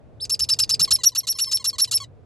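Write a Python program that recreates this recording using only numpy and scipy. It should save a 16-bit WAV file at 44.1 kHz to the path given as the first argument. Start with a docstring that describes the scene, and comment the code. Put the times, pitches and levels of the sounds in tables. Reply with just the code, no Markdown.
"""In a small brooder, close to the microphone, parrot chicks beg. One chirps about eight times a second:
a rasp of jittery harmonics climbs and breaks into noise, snaps into an arched, nearly pure whistle,
then tumbles off in pitch; soft reedy peeps fall in between. A second chick whistles thinly.
The heater is a wavering sine in coloured noise; bodies bump on the bedding as short low sines.
Near walls and a very short ring surround the calls, which reach two microphone ports out of phase."""
import sys
import numpy as np
from scipy import signal
from scipy.fft import rfft, irfft, next_fast_len
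from scipy.io import wavfile
from scipy.ndimage import map_coordinates

SR = 44100
rng = np.random.default_rng(int(sys.argv[2]) if len(sys.argv) > 2 else 0)


def digitize_waveform(pressure):
    """Quantize a signal to 16-bit integers and store it at the path in sys.argv[1].

    Rows of a 2-D input are taken as channels; values are limited to [-1, 1].
    """
    field = np.atleast_2d(pressure).T
    bounded = np.clip(field, -1, 1)
    quanta = np.round(bounded * 32767).astype(np.int16)
    wavfile.write(sys.argv[1], SR, quanta)


N = 99225  # samples, 2.25 s

# Levels and colours in the tables are relative: the *_TRIM_DB settings and envelopes act on top.
# Heater air spectrum: (frequency [Hz], level [dB])
AIR_COLOUR = [(15, -73), (25, -24), (114, 0), (190, -18), (229, -16), (384, -19.5), (476, -13.5),
              (531, -21.5), (607, -19), (962, -32), (10100, -62), (11300, -64.5), (16000, -91)]
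# Slow movement of the air: (time [s], level [dB])
AIR_LEVEL = [(0.04, -45.5), (0.67, -42.5), (0.83, -40), (1.12, -50.5), (1.65, -48.5), (2.24, -46)]
HUM_HZ, HUM_DB, HUM_WAVER_DB = 113.8, -59, 5.5
AIR_TRIM_DB, AIR_SIDE_DB = -3.5, -3.5  # side: left-right difference against the middle

# Whistles with no rasp: (time [s], length [s], start pitch [Hz], top pitch [Hz], end pitch [Hz],
# level [dB], overtone level [dB], tumble level [dB])
WHISTLES = [(0.2, 0.05, 3210, 5290, 4464, -26, -40, -24), (0.44, 0.17, 5250, 5296, 5180, -58.5, -70, -79),
            (1.322, 0.18, 4960, 5650, 4900, -41.5, -49, -76),
            (1.439, .152, 5363, 5194, 5330, -34, -51.5, -66)]
# Pitch arch: ends as shares of the top pitch, place of the top as a share of the note, curve powers
ARCH_START, ARCH_END, ARCH_PEAK, RISE_POWER, FALL_POWER = .9, .85, .56, 1.9, 2.4
OVERTONE_TRIM_DB, WHISTLE_AIR_DB = 4.5, -27.5
WHISTLE_JITTER, FLUTTER_DB, FLUTTER_RATE = .005, 4.5, 330  # share of pitch, dB, knots a second
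OVERTONE_FOCUS = 0.433  # power of the overtone's bloom; higher is narrower

# Throat colour of the tumble: (frequency [Hz], level [dB])
TUMBLE_COLOUR = [(700, -24), (1900, -13.5), (2600, -6.5), (3400, -10.5), (4700, 3), (6500, -4.5),
                 (9000, -11.5), (11000, -13.5), (13000, -54.5)]
TUMBLE_S, TUMBLE_END_HZ, TUMBLE_FADE_DB, TUMBLE_TRIM_DB, TUMBLE_NOISE_DB = 0.011, 1962, 25, 1, -9
SHIMMER_DB = 4  # random movement of each harmonic

# Bumps on the bedding: (time [s], length [s], pitch [Hz], level [dB])
BUMPS = [(.27, .07, 60.19, -49), (.405, .03, 148, -45), (.42, .05, 75, -42.5), (0.809, 0.028, 173.2, -38),
         (0.839, 0.055, 73.2, -47), (.93, .065, 63.5, -44.5)]

# Chirps: (time [s], rasp length [s], whistle length [s], top pitch [Hz], rasp pitch [Hz], rasp level [dB],
# whistle level [dB], swell at the top [dB], overtone level [dB], tumble level [dB])
CHIRPS = [(0.295,0.014,0.037,5490,1230,-24,-21.5,-1,-30.5,-25.5),
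          (0.392,0.015,0.035,5458,1210,-23.5,-21,0.5,-31.5,-24),
          (0.488,0.017,.033,5430,1200,-20,-17.5,-7.5,-33.5,-21),
          (0.588,0.017,0.033,5454,1220,-17.5,-17,-12.5,-31,-18.5),
          (.692,0.018,.034,5392,1240,-19.5,-18,-13,-34,-20),
          (0.794,0.023,0.032,5498,1250,-19,-17.5,0.5,-24.5,-21),
          (.906,0.017,0.036,5605,1260,-15.5,-17.5,-13,-22.5,-22),
          (1.034,0.015,0.043,5767,1220,-17,-16,18.5,-29,-30.5),
          (1.149,0.019,.036,5686,1220,-24.5,-22,12,-30.5,-31.5),
          (1.269,0.02,0.036,5690,1230,-24.5,-22.5,1,-31,-26),
          (1.385,.019,.039,5650,1290,-23,-22.5,4.5,-30.5,-22.5),
          (1.513,.02,.038,5566,1220,-22.5,-21,3,-30.5,-21.5),
          (1.642,0.02,.038,5602,1240,-21.5,-22.5,1.5,-29.5,-23),
          (1.782,0.027,.036,5600,1240,-20.5,-20.5,1,-24,-18.5),
          (1.911,0.03,0.034,5560,1250,-22,-21,-3,-26.5,-21)]
# Climb of the rasp: (share of the rasp [0-1], pitch over the rasp pitch [ratio])
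RASP_GLIDE = [(0, 0.82), (.3, 1), (.68, 1.16), (.8, 1.45), (1, 1.8)]
# Throat colour of the rasp and of the whistle's breath: (frequency [Hz], level [dB])
RASP_COLOUR = [(700, -21), (1200, -11.5), (1800, -13.5), (2400, -16.5), (2900, 1), (3300, -9.5),
               (4150, 7.5), (4700, 4), (6200, 2), (7500, 2), (8400, -6), (9600, -4), (11000, 0.5),
               (12300, -17.5), (13500, -25.5), (15500, -35)]
RASP_JITTER, RASP_NOISE_DB, RASP_BREAK_DB = .015, -9, 13  # share of pitch, dB, added dB once broken
BREAK_FROM, BREAK_OVER = .58, .25  # shares of the rasp: where the voice breaks and how long that takes
RASP_ATTACK_S, RASP_TRIM_DB, CHIRP_WHISTLE_TRIM_DB = .003, -1, 0.5
OVERLAP_S = .002  # crossing of rasp and whistle

# Peeps between the chirps: (time [s], length [s], pitch [Hz], level [dB])
PEEPS = [(0.565, 0.013, 940, -59), (0.675, 0.019, 906, -65), (0.876, 0.02, 1096, -40),
         (0.986, 0.04, 1038, -46.5), (1.118, 0.025, 1020, -55), (1.232, 0.026, 1065, -49),
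         (1.35, 0.031, 1075, -51.5), (1.469, 0.038, 1070, -48.5), (1.596, 0.037, 1085, -47.5),
         (1.729, 0.038, 1093, -44.5), (1.874, 0.026, 1016, -48.5), (2.001, 0.049, 1121, -41)]
# Throat colour of the peep: (frequency [Hz], level [dB])
PEEP_COLOUR = [(1050, -7), (2150, -9.5), (3200, -5.5), (4300, 5), (5300, -12), (6300, -6.5), (7700, -7.5),
               (8800, -16), (9800, -39.5), (11100, -11), (12500, -52.5), (15000, -68.5)]
PEEP_TRIM_DB, PEEP_JITTER, PEEP_SAG, PEEP_PEAK, PEEP_FADE_DB = 8, .008, .26, .2, 12

# First echoes from the walls: (delay [s], gain [ratio])
WALLS = [(.0011, 0.14), (.0023, -0.12), (.0037, 0.17), (.0056, .12), (.0078, -.09)]
BOX_T60_S, BOX_DB = .055, -10
# Lead of the left port over the right: (frequency [Hz], phase [rad])
PORT_PHASE = [(0, 1), (2000, 0), (3000, 0.65), (5300, 0.5), (6400, 0.3), (8700, 0.5), (10000, -2.5),
              (11000, -4.5), (11800, -5), (12600, -18), (15000, -19)]
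TOP_HZ = 16000  # band limit


def amp(db):
    """Decibels to amplitude."""
    return 10 ** (np.asarray(db) / 20)


def unit(x):
    """Scales x to an rms of 1."""
    return x / np.sqrt(np.mean(x ** 2) + 1e-20)


def along(points, hz):
    """Reads a (frequency [Hz], value) table along a log axis."""
    f, v = np.transpose(points)
    return np.interp(np.log(hz + 1), np.log(f + 1), v)


def wobble(n, rate):
    """A smooth random curve with rate knots a second."""
    return map_coordinates(rng.standard_normal(8192), [np.arange(n) * rate / SR], mode="wrap")


def filtered(x, response):
    """Applies a response given as a function of frequency."""
    n = x.shape[-1]
    m = next_fast_len(n + 4096)
    return irfft(rfft(x, m) * response(np.fft.rfftfreq(m, 1 / SR)), m)[..., :n]


def noise(n, colour):
    """Coloured noise of rms 1."""
    white = rng.standard_normal(N)[:n]
    return unit(filtered(white, lambda hz: amp(along(colour, hz))))


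def cycles(hz):
    """Phase in radians of a moving pitch."""
    return 2 * np.pi * np.cumsum(hz) / SR


def progress(length_s):
    """Runs from 0 to 1 through a note."""
    return np.linspace(0, 1, int(length_s * SR))


def gate(n, attack_s, release_s):
    """Straight attack and release."""
    t = np.arange(n) / SR
    return np.minimum(t / attack_s, 1) * np.minimum(t[::-1] / release_s, 1)


def add(out, s, x):
    """Mixes x in at time s."""
    i = max(round(s * SR), 0)
    out[i:i + len(x)] += x[:N - i]


def heater():
    """A wavering low hum in softly moving air that spreads across both channels."""
    waver = amp(HUM_DB + HUM_WAVER_DB * wobble(N, 8.9))
    hum = np.sqrt(2) * waver * np.sin(cycles(HUM_HZ * (1 + .02 * wobble(N, 19))))
    middle = noise(N, AIR_COLOUR)
    side = amp(AIR_SIDE_DB) * np.array([[1], [-1]]) * noise(N, AIR_COLOUR)
    air_db = AIR_TRIM_DB + np.interp(np.arange(N) / SR, *np.transpose(AIR_LEVEL))
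    return hum + (middle + side) * amp(air_db)


def arch(u, start, end):
    """Pitch over its top value: up from start, down to end."""
    rise = (1 - start) * np.abs(1 - u / ARCH_PEAK) ** RISE_POWER
    fall = (1 - end) * np.abs((u - ARCH_PEAK) / (1 - ARCH_PEAK)) ** FALL_POWER
    return 1 - np.where(u < ARCH_PEAK, rise, fall)


def whistle(hz, db, overtone_db, swell_db=0):
    """A nearly pure tone, fluttering most on its flanks; its overtone blooms mid-note, with a little breath."""
    n = len(hz)
    top = np.abs(np.hanning(n))
    phase = cycles(hz * (1 + WHISTLE_JITTER * wobble(n, 653)))
    flutter_db = FLUTTER_DB * (1 - .7 * top) * wobble(n, FLUTTER_RATE)
    level = unit(amp(swell_db * top + flutter_db))
    bloom = unit(top ** OVERTONE_FOCUS * amp(FLUTTER_DB / 2 * wobble(n, FLUTTER_RATE)))
    tone = amp(db) * level * np.sin(phase)
    overtone = amp(overtone_db + OVERTONE_TRIM_DB) * bloom * np.sin(2 * phase)
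    breath = amp(db + WHISTLE_AIR_DB) * noise(n, RASP_COLOUR)
    return np.sqrt(2) * (tone + overtone) + breath


def reed(hz, colour, jitter):
    """Shimmering harmonics of a jittery pitch, coloured by the throat."""
    phase = cycles(hz * (1 + jitter * wobble(len(hz), 1500)))
    k = np.arange(1, 15)[:, None]  # harmonic numbers
    shimmer_db = SHIMMER_DB * np.array([wobble(len(hz), 91.7) for _ in k])
    level = amp(along(colour, k * hz) + shimmer_db) * (k * hz < TOP_HZ)
    waves = np.sin(k * phase + rng.uniform(0, 2 * np.pi, k.shape))
    return unit(np.sum(level * waves, 0))


def tumble(from_hz, db):
    """The pitch collapses roughly as the whistle ends: a falling, fading reed with noise."""
    u = progress(TUMBLE_S)
    voiced = reed(from_hz * (TUMBLE_END_HZ / from_hz) ** u, TUMBLE_COLOUR, RASP_JITTER)
    fall = voiced + amp(TUMBLE_NOISE_DB) * noise(len(u), TUMBLE_COLOUR)
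    return amp(db + TUMBLE_TRIM_DB - TUMBLE_FADE_DB * u) * unit(fall) * gate(len(u), .001, .002)


def thin_whistles():
    """Arched whistles with no rasp, each ending in a tumble."""
    out = np.zeros(N)
    for s, length_s, start_hz, top_hz, end_hz, db, overtone_db, tumble_db in WHISTLES:
        u = progress(length_s)
        hz = top_hz * arch(u, start_hz / top_hz, end_hz / top_hz)
        add(out, s, whistle(hz, db, overtone_db) * gate(len(u), 0.026, 0.006))
        add(out, s + length_s, tumble(end_hz, tumble_db))
    return out


def bumps():
    """Dull pushes of the bodies against the bedding: low sines of unsteady pitch, quick to swell."""
    out = np.zeros(N)
    for s, length_s, hz, db in BUMPS:
        u = progress(length_s)
        thud = np.sin(cycles(hz * (1 + .25 * wobble(len(u), 120))))
        add(out, s, amp(db) * unit(thud * np.sin(np.pi * u ** 0.23)))
    return out


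def rasp(length_s, hz):
    """A reedy note that climbs, then breaks into noise."""
    u = progress(length_s)
    broken = np.clip((u - BREAK_FROM) / BREAK_OVER, 0, 1)
    voiced = reed(hz * np.interp(u, *np.transpose(RASP_GLIDE)), RASP_COLOUR, RASP_JITTER)
    hiss = amp(RASP_NOISE_DB + RASP_BREAK_DB * broken)
    mix = (voiced + hiss * noise(len(u), RASP_COLOUR)) / np.hypot(1, hiss)  # even power throughout
    return unit(mix) * gate(len(u), RASP_ATTACK_S, 0.00067)


def chirps():
    """Rasp, whistle and tumble follow one another without a gap."""
    out = np.zeros(N)
    for (s, rasp_s, whistle_s, top_hz, rasp_hz,
         rasp_db, whistle_db, swell_db, overtone_db, tumble_db) in CHIRPS:
        add(out, s, amp(rasp_db + RASP_TRIM_DB) * rasp(rasp_s + OVERLAP_S / 2, rasp_hz))
        u = progress(whistle_s + OVERLAP_S)
        hz = top_hz * arch(u, ARCH_START, ARCH_END)
        note = whistle(hz, whistle_db + CHIRP_WHISTLE_TRIM_DB, overtone_db, swell_db)
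        add(out, s + rasp_s - OVERLAP_S / 2, note * gate(len(u), OVERLAP_S, OVERLAP_S))
        add(out, s + rasp_s + whistle_s, tumble(hz[-1], tumble_db))
    return out


def peeps():
    """Soft reedy notes between the chirps, sagging in pitch as they fade."""
    out = np.zeros(N)
    for s, length_s, hz, db in PEEPS:
        u = progress(length_s)
        note = reed(hz * (1 - PEEP_SAG * (u - PEEP_PEAK) ** 2), PEEP_COLOUR, PEEP_JITTER)
        level = amp(db + PEEP_TRIM_DB - PEEP_FADE_DB * u ** 2)
        add(out, s, level * note * gate(len(u), .002, 0.0029))
    return out


def brooder(x):
    """Near walls answer at once; the box rings very briefly as decaying noise."""
    t = np.arange(SR // 5) / SR
    tail = rng.standard_normal(len(t)) * amp(-60 * t / BOX_T60_S) * np.minimum(t / 0.0013, 1)
    echoes = lambda hz: 1 + sum(gain * np.exp(-2j * np.pi * hz * delay) for delay, gain in WALLS)
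    ring = signal.fftconvolve(x, tail / np.linalg.norm(tail))[:N]
    return filtered(x, echoes) + amp(BOX_DB) * ring


def microphone(calls):
    """Two ports hear the calls at equal level, their phases parted by half the lead each way."""
    half_lead = .5j * np.array([[1], [-1]])
    return filtered(calls, lambda hz: np.exp(half_lead * np.interp(hz, *np.transpose(PORT_PHASE))))


def scene():
    """Calls pass through the brooder to both ports; bumps and heater are mixed in directly."""
    calls = brooder(chirps() + thin_whistles() + peeps())
    return microphone(calls) + bumps() + heater()


def record(dry):
    """Nothing is kept above the band limit."""
    return filtered(dry, lambda hz: hz < TOP_HZ)


dry = scene()
out = record(dry)
digitize_waveform(out)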